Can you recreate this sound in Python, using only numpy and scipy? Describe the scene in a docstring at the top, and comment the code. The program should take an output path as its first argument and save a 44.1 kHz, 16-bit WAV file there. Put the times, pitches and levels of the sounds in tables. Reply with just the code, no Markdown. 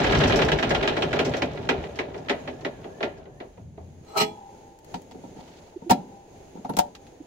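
"""A clacking tractor diesel coasts to a stop, heard at the dashboard; the stop knob has cut its fuel.
Gear backlash slams shut around each compression, ever more slowly, until the crank rocks back and rests.
The released knob's rod scrapes home by stick-slip and leaves its spring ringing.
Then the key is switched off and pulled out: lock clicks shake the dashboard and the key ring jingles."""
import sys
import numpy as np
from scipy import signal
from scipy.fft import rfft, irfft
from scipy.io import wavfile
from scipy.ndimage import uniform_filter1d

SR = 44100
rng = np.random.default_rng(int(sys.argv[2]) if len(sys.argv) > 2 else 0)


def generate_wav(sig):
    """Save sig (samples, or channels by samples) to the path in sys.argv[1] as 16-bit PCM at SR."""
    pcm = np.round(np.clip(np.atleast_2d(sig).T, -1, 1) * 32767).astype(np.int16)
    wavfile.write(sys.argv[1], SR, pcm)


N = 320474
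TIME = np.arange(N) / SR

# Pistons passing peak compression. Each row: time in seconds, gear clatter in dB, block thud in dB.
CRESTS = [(0.04, -28.5, -28), (0.121, -28, -27.5), (0.205, -28, -26.5), (0.294, -30.5, -30),
          (0.388, -28.5, -25), (0.483, -29.5, -28), (0.585, -31, -32.5), (0.704, -28.5, -24),
          (0.826, -31, -26.5), (0.966, -33, -28.5), (1.128, -30.5, -26.5), (1.336, -33.5, -29),
          (1.573, -45.5, -39.5), (1.838, -45, -44), (2.143, -48.5, -36.5), (2.475, -40.5, -33.5),
          (2.842, -52, -37.5), (3.255, -63, -55), (3.572, -65.5, -50)]
# Engine run-down. Each row: time in seconds, block churn in dB, exhaust and intake boom in dB.
RUN_DOWN = [(0.0, -20.5, -21.5), (0.06, -23.5, -33.5), (0.18, -22.5, -26), (0.79, -30, -36),
            (0.83, -27, -43), (1.14, -31, -32.5), (1.17, -26.5, -39), (1.32, -31.5, -33.5),
            (1.42, -35, -40), (1.85, -36, -39.5), (1.88, -39, -47), (2.22, -40.5, -46),
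            (3.46, -49.5, -53.5), (3.48, -52, -68), (3.62, -62, -44.5), (4.05, -58, -50.5)]
# Spectra of dashboard, panel, metal clicks and bright ticks. Each row: frequency in Hz, level in dB.
DASH_SPECTRUM = [(25, -35), (55, -34), (110, -12), (180, 0.5), (260, -3.5), (400, -8), (520, -10.5),
                 (1200, -64)]
PANEL_SPECTRUM = [(250, -15.5), (500, -18), (700, -2.5), (930, -0.5), (1080, -22), (1400, -18.5),
                  (2200, -54.5)]
CLICK_SPECTRUM = [(600, -2), (1400, -2.5), (2200, -1), (3200, -2), (4300, -2.5), (5500, -6.5), (7500, -12),
                  (9500, -26)]
TICK_SPECTRUM = [(4000, 0), (7500, 2), (9000, -10.5), (11000, 1.5), (12500, -6.5), (15500, -2)]
# The knob's return spring. Each row: frequency in Hz, level in dB, T60 in seconds.
SPRING_MODES = [(792, -1.5, 1.7), (796, -2.5, 2.4), (820, -4.5, 1.1), (831, 2, 1.2), (882, -6, 3.3),
                (900, -10, 1.1), (966, -7, 1.3), (993, -11.5, 1.7)]
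# Stereo width. Each row: frequency in Hz, side minus mid in dB.
STEREO_WIDTH = [(30, -12), (170, -16), (350, -8.5), (700, -2), (1300, 0), (16000, -0.5)]


def engine():
    """The slowing crank excites the block, the gear train and thin rattling metal."""
    # Each row: frequency in Hz, level in dB.
    block_spectrum = [(70, -63), (160, -10.5), (250, -0.5), (450, -2), (700, -3), (900, -8.5),
                      (1150, -19.5), (2500, -57.5)]
    gear_spectrum = [(300, -24), (800, -0.5), (1200, -2.5), (2000, -2), (3100, -4), (4000, -7),
                     (5500, -23.5), (7000, -32), (9000, -61)]
    rattle_spectrum = [(1500, -27), (4000, 1), (5500, 6), (7000, -1), (8200, -11.5), (9300, -19.5),
                       (12000, -17.5), (16000, -29)]
    # Each row: frequency in Hz, width in Hz, lift in dB.
    block_resonances = [(254.6, 11, 4.5), (394.8, 42.5, 7.55), (439, 21, 3.6), (577, 21, 6.1), (640, 31, 4),
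                        (733, 54, 1.8)]
    gear_resonances = [(1290, 20, 4.8), (1405, 19, 8.6), (1690, 220, 3.7), (1970, 24, 6.1), (2487, 68, 4.8),
                       (2860, 51, 1.6), (3120, 84, 2.1)]
    block = body(block_spectrum, block_resonances)
    gears = body(gear_spectrum, gear_resonances, ripple_db=1.5)
    parts = block, gears, body(rattle_spectrum, ripple_db=4)
    return clacks(parts) + loose_panels(parts) + churning(parts)


def clacks(parts):
    """Each stroke throws the backlash twice and seats a valve; clacks get crisper as the crank slows."""
    # Each row: time in seconds, gear clatter in dB, block thud in dB.
    catches = [(0.065, -31, -31), (0.147, -28.5, -32), (0.235, -27.5, -24.5), (0.321, -30, -24.5),
               (0.416, -26.5, -24), (0.516, -26.5, -25), (0.625, -28, -29), (0.745, -28, -28.5),
               (0.874, -27, -29), (1.02, -29, -29), (1.189, -27.5, -23.5), (1.419, -29, -26),
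               (1.689, -25, -23.5), (1.988, -32, -29.5), (2.295, -28.5, -24.5), (2.648, -34, -29),
               (3.028, -32.5, -28.5), (3.401, -49.5, -39), (3.775, -66.5, -43.5)]  # the next compression catches the crank
    grazes = [(2.284, -38, -43), (3.005, -44.5, -31.5)]  # teeth touch just before a slow catch
    _, gears, _ = parts
    out, churn = np.zeros((2, N)), run_down_gain(column=1)
    strokes_s = np.gradient([row[0] for row in catches])
    valves_db = -21.5 + 4.5 * rng.standard_normal(len(CRESTS))  # relative to the churn
    for crest, catch, stroke_s, valve_db in zip(CRESTS, catches, strokes_s, valves_db):
        (crest_s, *crest_db), (catch_s, *catch_db) = crest, catch
        fast_slow_s = [0.18, 0.33]
        rise_s = np.interp(stroke_s, fast_slow_s, [0.0021, 0.00042])
        crest_hz = np.interp(stroke_s, fast_slow_s, [1640, 1990])
        catch_hz = np.interp(stroke_s, fast_slow_s, [3020, 1990])
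        add(out, crest_s, clack(parts, *crest_db, rise_s, crest_hz))
        add(out, catch_s, clack(parts, *catch_db, rise_s, catch_hz))
        valve_s = catch_s + 0.36 * stroke_s
        tap = blow(gears, valve_db, rise_s=0.0033, t60_s=0.096, tail_db=-16, tail_s=0.38, grain_db=3.5)
        if valve_s < CRESTS[-1][0]:
            add(out, valve_s, np.interp(valve_s, TIME, churn) * tap)
    for at_s, gear_db, thud_db in grazes:
        add(out, at_s, clack(parts, gear_db, thud_db, rise_s=0.001, peak_hz=1990))
    return out


def clack(parts, gear_db, thud_db, rise_s, peak_hz):
    """Backlash slams shut: light parts answer at once, the heavy block milliseconds later."""
    block, gears, rattle = parts
    gears = emphasise(gears, peak_hz, width_hz=550, lift_db=4.5)
    full_clack_db = -28
    rattle_db = -46 + 1.3 * (gear_db - full_clack_db)  # thin metal fades faster than the gears
    thud = blow(block, thud_db, rise_s + 0.0045, t60_s=0.22, tail_db=-16, tail_s=0.56, grain_db=2)
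    clatter = blow(gears, gear_db, rise_s, t60_s=0.11, tail_db=-18.5, tail_s=0.42, grain_db=-0.5)
    buzz = blow(rattle, rattle_db, rise_s / 2, t60_s=0.1, tail_db=-30, tail_s=0.3, grain_db=-1)
    return thud + clatter + buzz


def churning(parts):
    """While the crank turns, the block churns, valve gear chatters, pipes boom and the chassis heaves."""
    # Each row: frequency in Hz, level in dB.
    chassis_spectrum = [(10, -18), (25, -16), (52, 4), (68, -5), (110, -51), (300, -84)]
    pipe_spectrum = [(35, -36.5), (65, -6), (85, -1.5), (150, -0.5), (200, -2.5), (300, -16.5), (900, -68)]
    # Each row: frequency in Hz, width in Hz, lift in dB.
    pipe_resonances = [(75.7, 6.1, 5.4), (119, 6.3, 4.7), (149.3, 20, 6.2)]
    block, gears, rattle = parts
    churn_gain, boom_gain = run_down_gain(column=1), run_down_gain(column=2)
    chatter = gain(-36.5) * steady(gears, grain_db=4, grain_s=0.005)
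    chatter += gain(-51) * steady(rattle, grain_db=6.5, grain_s=0.0024)
    running_db, chatter_power = -25.5, 1.38  # chatter dies sooner than the churn
    chatter *= (churn_gain / gain(running_db)) ** chatter_power
    chatter *= held(0, 3.22, attack_s=1, release_s=0.088)
    heave_db = 4 * np.cos(2 * np.pi * (stroke_phase() - 0.81))
    speed = uniform_filter1d(np.gradient(stroke_phase()), size=8000).clip(0)
    shake = gain(-34 + heave_db) * steady(body(chassis_spectrum), grain_db=4, grain_s=0.033)
    shake *= (speed / speed.max()) ** 2
    churn = gain(-2) * churn_gain * steady(block, grain_db=2.5, grain_s=0.008)
    churn *= held(0, 3.28, attack_s=1, release_s=0.22)
    pipes = body(pipe_spectrum, pipe_resonances)
    boom = gain(1) * boom_gain * steady(pipes, grain_db=-1.5, grain_s=0.015)
    return churn + boom + chatter + shake


def loose_panels(parts):
    """Sheet metal, shaken by the engine, buzzes against the frame."""
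    # Each row: start in seconds, level in dB.
    bursts = [(0.276, -42), (0.357, -37.5), (0.445, -45.5), (0.691, -45.5), (1.249, -43.5), (1.279, -56),
              (1.366, -46.5), (1.955, -56.5), (2.174, -61.5), (2.606, -63), (3.174, -70)]
    block, gears, rattle = parts
    out = np.zeros((2, N))
    for at_s, db in bursts:
        buzz = blow(rattle, db, rise_s=0.0013, t60_s=0.1, tail_db=-24, tail_s=0.3, grain_db=-1.5)
        clatter = blow(gears, db + 4, rise_s=0.0026, t60_s=0.16, tail_db=-12, tail_s=0.43, grain_db=0.5)
        thud = blow(block, db + 12, rise_s=0.014, t60_s=0.23, tail_db=-20, tail_s=0.36, grain_db=2.5)
        add(out, at_s, buzz + clatter + thud)
    return out


def rocking():
    """The crank is thrown back and the engine lurches, each time in one low chassis mode."""
    # Each row: start in seconds, pitch in Hz, level in dB.
    lurches = [(1.754, 74, -34), (3.04, 85.8, -45.5), (3.189, 73, -49), (3.6, 90, -43), (3.8, 85.2, -39.5),
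               (3.94, 82.6, -47)]
    out, t = np.zeros((2, N)), np.arange(SR // 2) / SR
    peak_s = 0.03
    swell = t / peak_s * np.exp(1 - t / peak_s)
    for at_s, hz, db in lurches:
        add(out, at_s, np.outer([1, 0.1], gain(db) * swell * np.sin(2 * np.pi * hz * t)))
    return out


def stop_knob():
    """The rod sticks and slips through its guide, squeals and hits home; the return spring rings on."""
    # Each row: frequency in Hz, level in dB.
    rod_spectrum = [(100, -22), (220, 8.5), (600, -23), (950, 10.5), (1150, -27), (1550, -15), (2000, -2),
                    (3000, -4), (3700, -13), (4200, -6), (6000, -11), (8200, -25), (9300, -33),
                    (12500, -21), (16000, -41)]
    # Each row: frequency in Hz, level in dB, T60 in seconds.
    rod_modes = [(425.4, 2.5, 0.23), (648.5, -2, 0.26), (804, -1.5, 0.17), (870, -14, 0.11),
                 (1277, -2, 0.12), (2365, -9.5, 0.19), (2900, -7.5, 0.1), (3360, -18.5, 0.3),
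                 (4090, -6, 0.081), (4170, -7.5, 0.079), (5340, -12, 0.081), (6000, -14, 0.063),
                 (8000, -11.5, 0.04), (11500, -20, 0.046), (12700, -28, .08), (13620, -29, 0.16),
                 (14500, -29, .07)]
    creep_s, bind_s, free_s, home_s = 4.09, 4.164, 4.175, 4.218
    creep = held(creep_s, home_s, attack_s=0.022, release_s=0.072)
    slide = held(free_s, home_s, attack_s=0.0045, release_s=0.016)
    jolts = gain(-26.5) * held(free_s, free_s, attack_s=0.0025, release_s=0.0072)
    jolts += gain(-20) * held(home_s, home_s, attack_s=0.0067, release_s=0.015)
    shudder = gain(-45) * held(home_s, home_s, attack_s=0.005, release_s=0.054)
    friction = gain(-57) * creep + gain(-28) * slide + jolts + shudder
    scrape = friction * steady(body(rod_spectrum), grain_db=2.5, grain_s=0.002)
    # Low modes groan once the rod binds; high ones need it to run free.
    low_drive = gain(-46.5) * creep + gain(-19.5) * held(bind_s, home_s, attack_s=0.0095, release_s=0.012)
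    high_drive = slide + gain(-30) * creep
    slips, squeal = contacts(N, grain_db=3.5, grain_s=0.0028), np.zeros((2, N))
    for hz, db, t60_s in rod_modes:
        drive = low_drive if hz < 2000 else high_drive
        mode = through(slips * drive, ringing([(hz, db, t60_s)])[:, :SR // 2])
        squeal += gain(db) * mode / rms(mode[0])
    out = gain(-4.5) * scrape + gain(-3.5) * squeal * rms(low_drive) / rms(squeal[0])
    tick = blow(body(TICK_SPECTRUM), db=-36.5,
                rise_s=0.0053, t60_s=0.083, tail_db=-25, tail_s=0.2, grain_db=-2)
    thud = blow(body(DASH_SPECTRUM), db=-34.5,
                rise_s=0.0097, t60_s=0.36, tail_db=-12, tail_s=0.59, grain_db=-2)
    add(out, free_s - 0.006, from_left(tick))
    add(out, home_s - 0.015, thud)
    add(out, home_s, gain(-44) * ringing(SPRING_MODES))
    return out


def key():
    """The detent snaps and the key ratchets out; lock and fingers shake the dashboard, the ring ticks."""
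    # Each row: frequency in Hz, width in Hz, lift in dB.
    dash_resonances = [(185, 46, 2.4), (260, 25, 8.3), (346, 3.7, 2.4)]
    panel_resonances = [(583, 13, 10.7), (737.4, 27, 11.1), (803, 6.7, 5.5), (874, 11, 3), (925, 64, 4.8),
                        (1356, 29, 8.5)]
    # Each row: start in seconds, then thud, panel, click and tick in dB, then click rise in seconds.
    lock_clicks = [(4.941, -37.5, -36, -45.5, -71, 0.0003), (5.111, -51, -50.5, -56.5, -77, 0.0005),
                   (5.894, -26, -23.5, -32, -42, 0.0082), (5.908, -19, -17.5, -31, -31, 0.00081),
                   (6.646, -41, -35.5, -56.5, -88, 0.00026), (6.69, -32.5, -34, -55, -75, 0.0044),
                   (6.734, -37.5, -48, -56.5, -73, 0.0005), (6.767, -32.5, -32.5, -43, -38.5, 0.0007),
                   (6.787, -33.5, -24, -33.5, -31.5, 0.0013)]
    # Each row: start in seconds, level in dB.
    finger_bumps = [(5.143, -43), (5.234, -40.5), (5.359, -45), (5.815, -43.5), (6.548, -43), (6.567, -44)]
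    # Hanging ring and fob. Each row: start in seconds, click in dB, tick in dB.
    ring_ticks = [(4.788, -80, -66), (4.845, -83, -64), (5.018, -69, -65), (6.95, -51, -69),
                  (7.067, -61.5, -82)]
    dash, panel = body(DASH_SPECTRUM, dash_resonances), body(PANEL_SPECTRUM, panel_resonances)
    out, spring = np.zeros((2, N)), ringing(SPRING_MODES)
    for at_s, thud_db, panel_db, click_db, tick_db, rise_s in lock_clicks:
        thud = blow(dash, thud_db, rise_s + 0.0049, t60_s=0.076, tail_db=-23.5, tail_s=0.53, grain_db=2.5)
        knock = blow(panel, panel_db, rise_s + 0.00083, t60_s=0.076, tail_db=-24, tail_s=0.27, grain_db=-4)
        # Key, pins and ring touch in a new place each time.
        click = blow(body(CLICK_SPECTRUM, ripple_db=3), click_db,
                     rise_s, t60_s=0.068, tail_db=-30, tail_s=0.31, grain_db=4.5)
        tick = blow(body(TICK_SPECTRUM, ripple_db=3), tick_db,
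                    rise_s, t60_s=0.036, tail_db=-36, tail_s=0.13, grain_db=2)
        add(out, at_s, thud + knock + click + from_left(tick))
        add(out, at_s, gain(panel_db - 31.5) * spring)  # the knob's spring rings in sympathy
    for at_s, db in finger_bumps:
        thud = blow(dash, db, rise_s=0.005, t60_s=0.095, tail_db=-12, tail_s=0.57, grain_db=-2.5)
        knock = blow(panel, db - 9, rise_s=0.004, t60_s=0.094, tail_db=-19, tail_s=0.5, grain_db=-2.5)
        click = blow(body(CLICK_SPECTRUM), db - 29.5,
                     rise_s=0.0031, t60_s=0.08, tail_db=-15, tail_s=0.5, grain_db=3)
        add(out, at_s, thud + knock + click)
    for at_s, click_db, tick_db in ring_ticks:
        click = blow(body(CLICK_SPECTRUM, ripple_db=1), click_db,
                     rise_s=0.00049, t60_s=0.071, tail_db=-33, tail_s=0.27, grain_db=0)
        tick = blow(body(TICK_SPECTRUM, ripple_db=3), tick_db,
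                    rise_s=0.00056, t60_s=0.023, tail_db=-36, tail_s=0.13, grain_db=-6)
        add(out, at_s, click + from_left(tick))
    return out


def finger_creaks():
    """Fingers gripping the key creak in short soft tones."""
    # Each row: start in seconds, pitch in Hz, level in dB, length in seconds.
    creaks = [(5.759, 357.5, -28.5, 0.019), (5.858, 342, -29.5, 0.035), (7.2, 296, -34, 0.021)]
    out = np.zeros((2, N))
    for at_s, hz, db, length_s in creaks:
        t = np.arange(round(length_s * SR)) / SR
        tone = gain(db) * np.sin(np.pi * t / length_s) * np.sin(2 * np.pi * hz * t)
        add(out, at_s, np.outer([1, -0.2], tone))
    return out


def jingle():
    """The steel ring strikes the key once as it starts to slide out."""
    # Each row: frequency in Hz, level in dB, T60 in seconds.
    ring_modes = [(10650, 0, 0.075), (11300, -5, 0.092), (14100, -17, .1)]
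    out = np.zeros((2, N))
    add(out, at_s=6.694, sound=gain(-49) * from_left(ringing(ring_modes)))
    return out


def hand_rub():
    """The hand rubs along the dashboard as it takes hold of the key."""
    rub = gain(-54.5) * steady(body(PANEL_SPECTRUM), grain_db=7.5, grain_s=0.02)
    rub += gain(-61.5) * steady(body(CLICK_SPECTRUM), grain_db=3.5, grain_s=0.01)
    return held(5.37, 5.58, attack_s=0.008, release_s=0.15) * rub


def gear_whine():
    """Meshing timing gears sing faintly and raggedly, sagging at each crest and speeding up between."""
    crest_hz, swing_hz, flutter_hz = 1440, 374, 36
    swing = abs(np.sin(np.pi * stroke_phase()))
    phase = 2 * np.pi * np.cumsum(crest_hz + swing_hz * swing) / SR
    noise = rng.standard_normal((2, N)) + 1j * rng.standard_normal((2, N))
    flutter = signal.sosfilt(signal.butter(2, flutter_hz, fs=SR, output="sos"), noise)
    small_gear = flutter * np.exp(1j * phase)
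    large_gear = gain(-8) * flutter[::-1] * np.exp(0.58j * phase)
    tone = (small_gear + large_gear).real
    return gain(-68.5 + 7.3 * swing) * held(2.06, 3.23, attack_s=0.14, release_s=0.17) * tone / rms(tone)


def air():
    """Still outdoor air and faint hiss; the level wavers, and dips as the engine comes to rest."""
    # Each row: frequency in Hz, level in dB.
    air_spectrum = [(20, -7), (90, 0), (150, -2), (230, -3), (370, 0.5), (550, -4.5), (850, -9.5),
                    (1150, -25), (1600, -23), (2500, -24.5), (5500, -30.5), (7500, -33), (9200, -46.5),
                    (16000, -40)]
    # Each row: frequency in Hz, width in Hz, lift in dB.
    hiss_peaks = [(6570, 580, 12.9), (10320, 1070, 14.7)]
    dip_db = -4 * held(3.07, 4.05, attack_s=0.065, release_s=0.098)
    return gain(-51 + dip_db) * steady(body(air_spectrum, hiss_peaks), grain_db=2.5, grain_s=0.12)


def stroke_phase():
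    """Strokes turned so far: a whole number at each crest."""
    return np.interp(TIME, [row[0] for row in CRESTS], np.arange(len(CRESTS)))


def run_down_gain(column):
    """One dB column of the run-down as a gain; silent after its end."""
    rows = np.array(RUN_DOWN)
    return gain(np.interp(TIME, rows[:, 0], rows[:, column], right=-120))


def body(spectrum, resonances=(), ripple_db=0, size=8192):
    """Minimum-phase mid and side response of a part; random ripple stands for its many weak modes."""
    hz = abs(np.fft.fftfreq(size, 1 / SR))
    peaks_db = sum(lift / (1 + (2 * (hz - centre) / width) ** 2) for centre, width, lift in resonances)
    mid_db = db_at(spectrum, hz) + peaks_db
    side_db = mid_db + db_at(STEREO_WIDTH, hz)
    grid_hz = np.linspace(0, SR / 2, size // 12)
    ripple = [ripple_db * np.interp(hz, grid_hz, rng.standard_normal(len(grid_hz))) for _ in range(2)]
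    log_gain = np.log(gain([mid_db + ripple[0], side_db + ripple[1]]))
    return np.fft.ifft(np.exp(np.conj(signal.hilbert(log_gain)))).real[:, :size // 2]


def emphasise(response, hz, width_hz, lift_db):
    """Where a blow lands decides which resonances answer most."""
    band = signal.lfilter(*signal.iirpeak(hz, hz / width_hz, SR), response)
    return response + (gain(lift_db) - 1) * band


def ringing(modes):
    """Mid and side response of freely decaying modes."""
    t = np.arange(2 * SR) / SR
    out = np.zeros((2, len(t)))
    for hz, db, t60_s in modes:
        phase = 2 * np.pi * (hz * t + rng.random())
        side_gain = gain(db_at(STEREO_WIDTH, hz))
        out += gain(db - 60 * t / t60_s) * np.array([np.sin(phase), side_gain * np.cos(phase)])
    return out


def contacts(size, grain_db, grain_s):
    """Countless tiny impacts: noise in random clumps."""
    t = np.arange(size) / SR
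    clumps = np.interp(t / grain_s, np.arange(size // 32), rng.standard_normal(size // 32))
    return rng.standard_normal((2, size)) * gain(grain_db * clumps)


def blow(response, db, rise_s, t60_s, tail_db, tail_s, grain_db):
    """A blow chatters briefly into a part; the bodywork carries a longer tail with a T60 of tail_s."""
    t = np.arange(SR // 2) / SR
    attack = 1 - np.exp(-(t / rise_s) ** 2)
    decay = np.hypot(gain(-60 * t / t60_s), gain(tail_db - 60 * t / tail_s))
    hit = through(contacts(len(t), grain_db, grain_s=0.002) * attack * decay, response)
    return gain(db) * hit / rms(hit[0, t < 0.03])


def steady(response, grain_db, grain_s):
    """A part kept sounding by tiny impacts, at unit mid RMS."""
    sound = through(contacts(N, grain_db, grain_s), response)
    return sound / rms(sound[0])


def held(start_s, end_s, attack_s, release_s):
    """Exponential swell up to start_s, hold until end_s, exponential decay."""
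    return np.exp(-np.maximum(start_s - TIME, 0) / attack_s - np.maximum(TIME - end_s, 0) / release_s)


def from_left(sound):
    """The highest sounds beam to the left."""
    mid, side = sound
    return np.array([mid, 0.69 * mid + 0.98 * side])


def db_at(spectrum, hz):
    """A spectrum interpolated over log frequency."""
    points_hz, points_db = np.transpose(spectrum)
    return np.interp(np.log(hz + 1), np.log(points_hz + 1), points_db)


def through(x, response):
    return signal.fftconvolve(x, response, axes=1)[:, :x.shape[1]]


def add(mix, at_s, sound):
    part = mix[:, max(round(at_s * SR), 0):][:, :sound.shape[1]]
    part += sound[:, :part.shape[1]]


def gain(db):
    return 10 ** (np.asarray(db) / 20)


def rms(x):
    return np.sqrt(np.mean(x ** 2) + 1e-20)


def scene():
    """Sources summed as mid and side, returned as left and right."""
    machine = engine() + rocking() + gear_whine()
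    controls = stop_knob() + hand_rub() + key() + jingle() + finger_creaks()
    mid, side = machine + controls + air()
    return np.array([mid + side, mid - side])


def record(dry):
    """The right channel is duller in the top octave; peaks are rounded off, then the band is limited."""
    # Each row: frequency in Hz, left minus right in dB.
    balance = [(100, 1), (350, -1), (700, 2), (2500, -1.9), (6500, -2.5), (8200, 13), (10000, 3.5),
               (14000, 1)]
    ceiling, cutoff_hz = 0.82, 15900
    hz = np.fft.rfftfreq(N, 1 / SR)
    pan = gain(np.outer([0.5, -0.5], db_at(balance, hz)))
    panned = irfft(rfft(dry) * pan / np.sqrt(np.mean(pan ** 2, 0)), N)
    rounded = panned / (1 + (panned / ceiling) ** 6) ** (1 / 6)
    lowpass = signal.firwin(511, cutoff_hz, window=("kaiser", 9), fs=SR)
    return signal.oaconvolve(rounded, lowpass[None], "same")


dry = scene()
out = record(dry)
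generate_wav(out)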